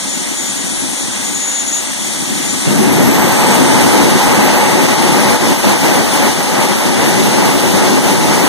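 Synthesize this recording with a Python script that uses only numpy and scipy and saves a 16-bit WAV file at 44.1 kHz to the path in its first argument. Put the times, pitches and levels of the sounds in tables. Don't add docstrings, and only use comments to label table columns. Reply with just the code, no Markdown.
import sys
import numpy as np
from scipy import signal
from scipy.fft import rfft, irfft
from scipy.io import wavfile
from scipy.ndimage import uniform_filter1d

SR = 44100
rng = np.random.default_rng(int(sys.argv[2]) if len(sys.argv) > 2 else 0)


def log_audio(samples):
    frames = np.atleast_2d(samples).T
    limited = np.clip(frames, -1, 1)
    pcm = np.round(limited * 32767).astype(np.int16)
    wavfile.write(sys.argv[1], SR, pcm)


N = 373968
HZ = np.maximum(np.fft.rfftfreq(N, 1 / SR), 1)

# (time [s], share of the lit sound against the unlit sound [0-1])
LIT_SHARE = [(2.64, 0.027), (2.72, 0.58), (3.2, 0.94)]


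def from_db(db):
    return 10 ** (np.asarray(db) / 20)


def rms_one(x):
    return x / np.sqrt(np.mean(x ** 2) + 1e-20)


def in_time(rows):
    s, *columns = np.transpose(rows)
    return [np.interp(np.arange(N) / SR, s, c) for c in columns]


def at_hz(points, beyond=None):
    hz, value = np.transpose(points)
    return np.interp(np.log(HZ), np.log(hz), value, beyond, beyond)


def drift(corner_hz):
    step, run_in = 40, 2000
    pole = np.exp(-2 * np.pi * corner_hz * step / SR)
    white = rng.standard_normal(N // step + 2 + run_in)
    slow = signal.lfilter([1], [1, -2 * pole, pole * pole], white)[run_in:]
    return np.interp(np.arange(N) / step, np.arange(len(slow)), rms_one(slow))


def blend(before, after, share):
    share = np.clip(share, 0, 1)
    return np.sqrt(1 - share) * before + np.sqrt(share) * after


def duct():
    # (frequency [Hz], width [Hz], boost [dB])
    modes = [(147, 6.6, -2), (205, 20, 4), (275, 30, 4), (370, 24, 5), (487, 25, 3.5), (575, 50, 4),
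             (851, 90, 4), (1250, 60, 3), (1540, 20, 4), (1945, 30, 3.5)]
    return from_db(sum(db / (1 + (2 * (HZ - hz) / width_hz) ** 2) for hz, width_hz, db in modes))


def turbulence(colour, patchy_db, rate):
    white = rfft(rng.standard_normal((2, N)))
    coloured = irfft(white * from_db(at_hz(colour, -200)) * duct(), N)
    return rms_one(coloured * from_db(patchy_db * drift(rate)))


def whistle(rows, line_share, width_hz):
    hz, db = in_time([(rows[0][0] - .01, rows[0][1], -120)] + rows)
    db = np.where(np.arange(N) / SR > rows[-1][0], -120, db)
    phase = 2 * np.pi * np.cumsum(hz + 12 * drift(7.92)) / SR
    band = drift(width_hz) * np.cos(phase) + drift(width_hz) * np.sin(phase)
    line = np.sqrt(2) * from_db(5 * drift(12)) * np.sin(phase)
    return from_db(db) * blend(band, line, line_share)


def blade_whine(base_hz):
    # (time [s], 2nd harmonic [dB], 3rd harmonic [dB]), before flutter
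    middle_harmonics = [(0.0, -26.5, -40), (0.2, -24, -32), (0.27, -34, -34), (0.4, -22.5, -29),
                        (0.6, -26.5, -39), (0.8, -31, -20.5), (1.03, -29.5, -28), (1.2, -26, -43),
                        (1.4, -22, -28), (1.76, -18, -29), (1.85, -30, -36), (2.13, -29, -29),
                        (2.2, -30, -31), (2.3, -29, -26), (2.52, -21.5, -28), (2.75, -39, -27),
                        (3.1, -30, -26), (3.45, -22, -29), (3.65, -26, -47), (3.85, -30, -48),
                        (4.2, -30.5, -46), (4.45, -34, -39), (4.8, -39, -36), (5.1, -34, -35),
                        (5.4, -38, -40), (5.65, -31, -31), (6.4, -34, -32), (6.55, -35, -46),
                        (7.15, -36, -46), (7.4, -36, -36), (8.48, -36, -35)]
    first_db, fourth_db = -44, -49
    wander_db, wander_hz = 1.2, 3.5
    phase = 2 * np.pi * np.cumsum(base_hz * (1 + .0008 * drift(25))) / SR
    speeding = np.clip(np.gradient(base_hz) * SR / 900, .05, 1)
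    levels_db = [first_db] + in_time(middle_harmonics) + [fourth_db]
    out = 0
    for k, db in enumerate(levels_db, 1):
        flutter = from_db(np.minimum(5 * drift(14), 3))
        line = np.sqrt(2) * (1 - .6 * speeding) * flutter * np.sin(k * phase)
        skirt = drift(95) * np.sin(k * phase) + drift(140) * np.cos(k * phase)
        skirt = from_db(1.5) * np.maximum(speeding, .2) * skirt
        out = out + from_db(db + wander_db * drift(wander_hz)) * (line + skirt)
    return out


def jet_hiss(level_db, base_hz):
    # (frequency [Hz], relative density [dB per Hz])
    idle_colour = [(2600, -30), (3000, -9), (3400, -4), (4200, -8), (5200, -9), (5900, -1), (6400, -5),
                   (7300, -6), (8500, 0), (9100, -1), (9800, -9), (10600, -14), (12000, -21), (12600, -27),
                   (13700, -29), (14400, -35), (15400, -38)]
    # (frequency [Hz], relative density [dB per Hz])
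    full_colour = [(2500, -24), (2850, -1), (3500, 0), (4200, -2), (6100, 0), (6900, -3), (8000, -4),
                   (8400, -2), (9050, -5), (9450, -1), (10500, -6), (12100, -10), (14000, -11),
                   (14600, -24)]
    spooled = (base_hz - 3226) / 1020
    idle = turbulence(idle_colour, patchy_db=.6, rate=14)
    full = turbulence(full_colour, patchy_db=.6, rate=14)
    hiss = blend(idle, full, spooled)
    treble = irfft(rfft(hiss) * (HZ > 10500), N)
    hiss = hiss + (from_db(1.8 * drift(12)) - 1) * treble
    return from_db(level_db) * hiss


def tail_pipe_roar(level_db, lit):
    # (frequency [Hz], relative density [dB per Hz])
    idle_colour = [(350, -25), (480, -3), (700, -1), (1000, -3), (1300, -7), (1600, -4), (1850, -3),
                   (2100, 2), (2500, 0), (2800, -3.5), (3100, -30)]
    # (frequency [Hz], relative density [dB per Hz])
    full_colour = [(350, -20), (480, -2), (650, -3), (850, -2), (1050, -6), (1350, -10), (1800, -9),
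                   (2300, -6), (2550, -10), (2800, -16), (3200, -35)]
    # (frequency [Hz], relative density [dB per Hz])
    howl_colour = [(600, -30), (730, -6), (870, 0), (970, -5), (1120, -30)]
    idle = turbulence(idle_colour, patchy_db=.4, rate=9)
    full = turbulence(full_colour, patchy_db=.9, rate=9)
    howl = lit * from_db(-11) * turbulence(howl_colour, patchy_db=3, rate=12.0)
    return from_db(level_db) * (blend(idle, full, lit) + howl)


def rumble_and_wind(level_db, lit):
    # (frequency [Hz], relative density [dB per Hz])
    idle_colour = [(15, -42), (45, -35), (80, -7), (100, -15), (130, -5), (200, 0), (280, 1.5), (350, -5),
                   (450, -13.5), (600, -41)]
    # (frequency [Hz], relative density [dB per Hz])
    lit_colour = [(45, -28), (80, -14), (130, -5), (170, -2), (230, 0), (350, -2), (450, -7), (600, -30)]
    # (frequency [Hz], relative density [dB per Hz])
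    buffet_colour = [(15, -18), (30, -23), (45, -20), (62, 3), (85, 10), (120, -19)]
    surge_db, surge_hz = .9, 4
    idle = turbulence(idle_colour, patchy_db=2.5, rate=17.0)
    burning = turbulence(lit_colour, patchy_db=-1.2, rate=15)
    buffets = from_db(-27.0 + 2.1 * lit) * turbulence(buffet_colour, patchy_db=3.5, rate=7.7)
    return from_db(level_db + surge_db * drift(surge_hz)) * (blend(idle, burning, lit) + buffets)


def ignition_boom():
    # (frequency [Hz], relative density [dB per Hz])
    boom_colour = [(50, -30), (90, -15), (135, 4), (200, 0), (260, -12), (400, -15), (650, -16),
                   (1000, -40)]
    start_s, attack_s, hold_s = 2.657, .012, .34
    peak_db, swell_db, fall_db_per_s = -13, 1, 120
    held_s = start_s + attack_s
    fall_s = held_s + hold_s
    level_db = in_time([(0, -120), (start_s, -120), (held_s, peak_db - swell_db), (fall_s, peak_db),
                        (fall_s + 1, peak_db - fall_db_per_s)])[0]
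    return from_db(level_db) * turbulence(boom_colour, patchy_db=2.0, rate=10.0)


def sputter_db():
    # (time at the deepest [s], length [s], dip of the roar [dB])
    sputters = [(4.873, 0.028, -5.5), (4.96, 0.065, -3), (5.383, 0.069, -6), (5.569, 0.12, -5),
                (5.62, .05, -5.5), (5.79, 0.12, -5), (6.07, 0.2, -2.5), (6.337, 0.098, -3),
                (6.442, 0.36, -4), (6.675, 0.046, -3), (6.79, 0.18, -2), (6.934, 0.16, -2.5),
                (7.237, 0.1, -1.5), (7.549, 0.068, -0.5), (7.62, 0.042, -3), (8.018, 0.084, -3),
                (8.176, 0.084, -2.5)]
    t = np.arange(N) / SR
    return sum(db * np.cos(np.pi * np.clip((t - s) / length, -.5, .5)) ** 2 for s, length, db in sputters)


def flame_and_jet(base_hz):
    # (time [s], flame rumble [dB], tail pipe roar [dB], jet hiss [dB])
    burn = [(0.0, -27, -25.5, -20), (0.8, -22.5, -25, -20), (1.5, -25.5, -24.5, -20),
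            (2.0, -23.5, -25, -19.5), (2.4, -19, -23, -18.5), (2.645, -20.5, -21.5, -18),
            (2.675, -11, -20, -18.5), (2.78, -9, -17.5, -18.5), (2.9, -7, -15.5, -19),
            (3.05, -8.5, -13.5, -18.5), (3.3, -11, -12, -17), (4.05, -8, -11, -16), (4.35, -12, -11.5, -17),
            (5.2, -11, -12.5, -17), (6.25, -11, -12.5, -17), (6.6, -12, -12.5, -18), (7.2, -10, -13, -17),
            (7.8, -12, -13.5, -17.5), (8.48, -11, -13, -17)]
    dip_per_roar_dip = [1.6, 1, .45]   # rumble, roar, hiss [dB per dB]
    rumble_db, roar_db, hiss_db = in_time(burn) + np.outer(dip_per_roar_dip, sputter_db())
    lit = in_time(LIT_SHARE)[0]
    background = jet_hiss(hiss_db, base_hz) + tail_pipe_roar(roar_db, lit)
    return background + rumble_and_wind(rumble_db, lit) + ignition_boom()


def ports(flow, tones, tones_right_db):
    # (frequency [Hz], lead of the right port [rad])
    right_lead = [(100, 0), (600, -.25), (1250, -.08), (2000, -.2), (2500, -.15), (2700, -.65),
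                  (3100, -.45), (3800, 0), (8000, .2), (10000, .7), (12500, .9), (15300, .5)]
    # (frequency [Hz], likeness [0-1])
    in_or_out_of_phase = [(30, .995), (55, .99), (90, .95), (140, .8), (250, .72), (450, .65), (900, .999),
                          (4000, .997), (5100, .6), (6400, .78), (7700, .38), (9500, .4), (10400, .6),
                          (12000, .85), (14200, .95)]
    # (frequency [Hz], likeness [0-1])
    between_phases = [(200, .6), (640, .45), (1900, .35), (3100, .05), (4500, .2), (6000, .25), (8500, .3),
                      (11000, .2), (14500, .1)]
    # (frequency [Hz], gain [dB])
    right_gain = [(30, 0), (120, -1), (250, -2.8), (600, -2.5), (900, 0), (3900, 0), (4500, -1.5),
                  (6500, -1.5), (8500, -5), (9800, -4), (10600, -1.5), (12500, 0)]
    lag_s = .000392
    shared, own = rfft(flow)
    lag = 2 * np.pi * HZ * lag_s - at_hz(right_lead)
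    locked = at_hz(in_or_out_of_phase)
    alike = locked - (locked - at_hz(between_phases)) * np.abs(np.sin(lag)) ** 3
    dwell = np.exp(1j * locked * np.sin(2 * lag) / 2)
    right = alike * dwell * shared + np.sqrt(1 - alike ** 2) * own
    right = right * from_db(at_hz(right_gain))
    right = right + from_db(tones_right_db) * rfft(tones)
    return np.array([flow[0] + tones, irfft(-right * np.exp(-1j * lag), N)])


def scene():
    # (time [s], base rate of the blade tones [Hz])
    speed = [(0.0, 3409), (0.9, 3391), (2.0, 3381), (2.25, 3408), (2.55, 3515), (2.9, 3745), (3.3, 4070),
             (3.8, 4553), (4.05, 4750), (4.35, 4888), (4.7, 4992), (5.1, 5070), (5.6, 5105), (6.2, 5116),
             (7.0, 5096), (7.4, 5040), (7.85, 4955), (8.48, 5007)]
    # (time [s], frequency [Hz], level [dB])
    whistles = [
        [(0.0, 8810, -36), (0.6, 8820, -35), (1.1, 8850, -33), (1.7, 8850, -36), (2.4, 8900, -40),
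         (2.7, 9000, -50)],
        [(3.4, 8300, -48), (3.65, 8350, -27), (3.95, 8240, -28), (4.3, 8290, -27), (4.75, 8350, -28),
         (5.0, 8330, -38)],
        [(4.9, 9370, -50), (5.0, 9370, -29), (5.2, 9370, -26), (5.45, 9360, -32), (6.7, 9360, -32),
         (7.5, 9320, -32), (8.48, 9400, -29)],
    ]
    base_hz = uniform_filter1d(in_time(speed)[0], size=SR // 5)
    tones = sum(whistle(rows, line_share=.3, width_hz=70) for rows in whistles)
    tones = tones + blade_whine(base_hz)
    return ports(flame_and_jet(base_hz), tones, tones_right_db=-5.0)


def hollow(x, bands):
    hz, s, cells = signal.stft(x, SR, nperseg=1024, noverlap=768)
    at = np.minimum(s * SR, N - 1).astype(int)
    lit = in_time(LIT_SHARE)[0][at]
    for centre_hz, idle_hz, lit_hz, wander_hz in bands:
        reach_hz = idle_hz + lit * (lit_hz - idle_hz)
        below = reach_hz + wander_hz * drift(13)[at]
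        above = reach_hz + wander_hz * drift(13)[at]
        cells[(hz[:, None] > centre_hz - below) & (hz[:, None] < centre_hz + above)] = 0
    return signal.istft(cells, SR, nperseg=1024, noverlap=768)[1][:N]


def flicker(pair):
    # (centre [Hz], mean reach each way unlit [Hz], lit [Hz], rms wander [Hz])
    shared_bands = [(10, 90, 60, 80), (2470, 290, 190, 130), (5200, -40, 110, 160), (7750, -70, -30, 120),
                    (10700, 20, -120, 200), (13000, 350, 120, 250)]
    # (centre [Hz], mean reach each way unlit [Hz], lit [Hz], rms wander [Hz])
    apart_bands = [(1200, 260, 200, 100), (3850, 300, 260, 150), (6500, -100, 110, 200)]
    shared = hollow((pair[0] + pair[1]) / 2, shared_bands)
    apart = hollow((pair[0] - pair[1]) / 2, apart_bands)
    return np.array([shared + apart, shared - apart])


def record(dry):
    overloaded = np.clip(4 * np.tanh(dry / 4), -.9, .9)
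    top_cut = signal.ellip(14, .3, 60, 15480, fs=SR, output="sos")
    return signal.sosfilt(top_cut, flicker(overloaded))


dry = scene()
out = record(dry)
log_audio(out)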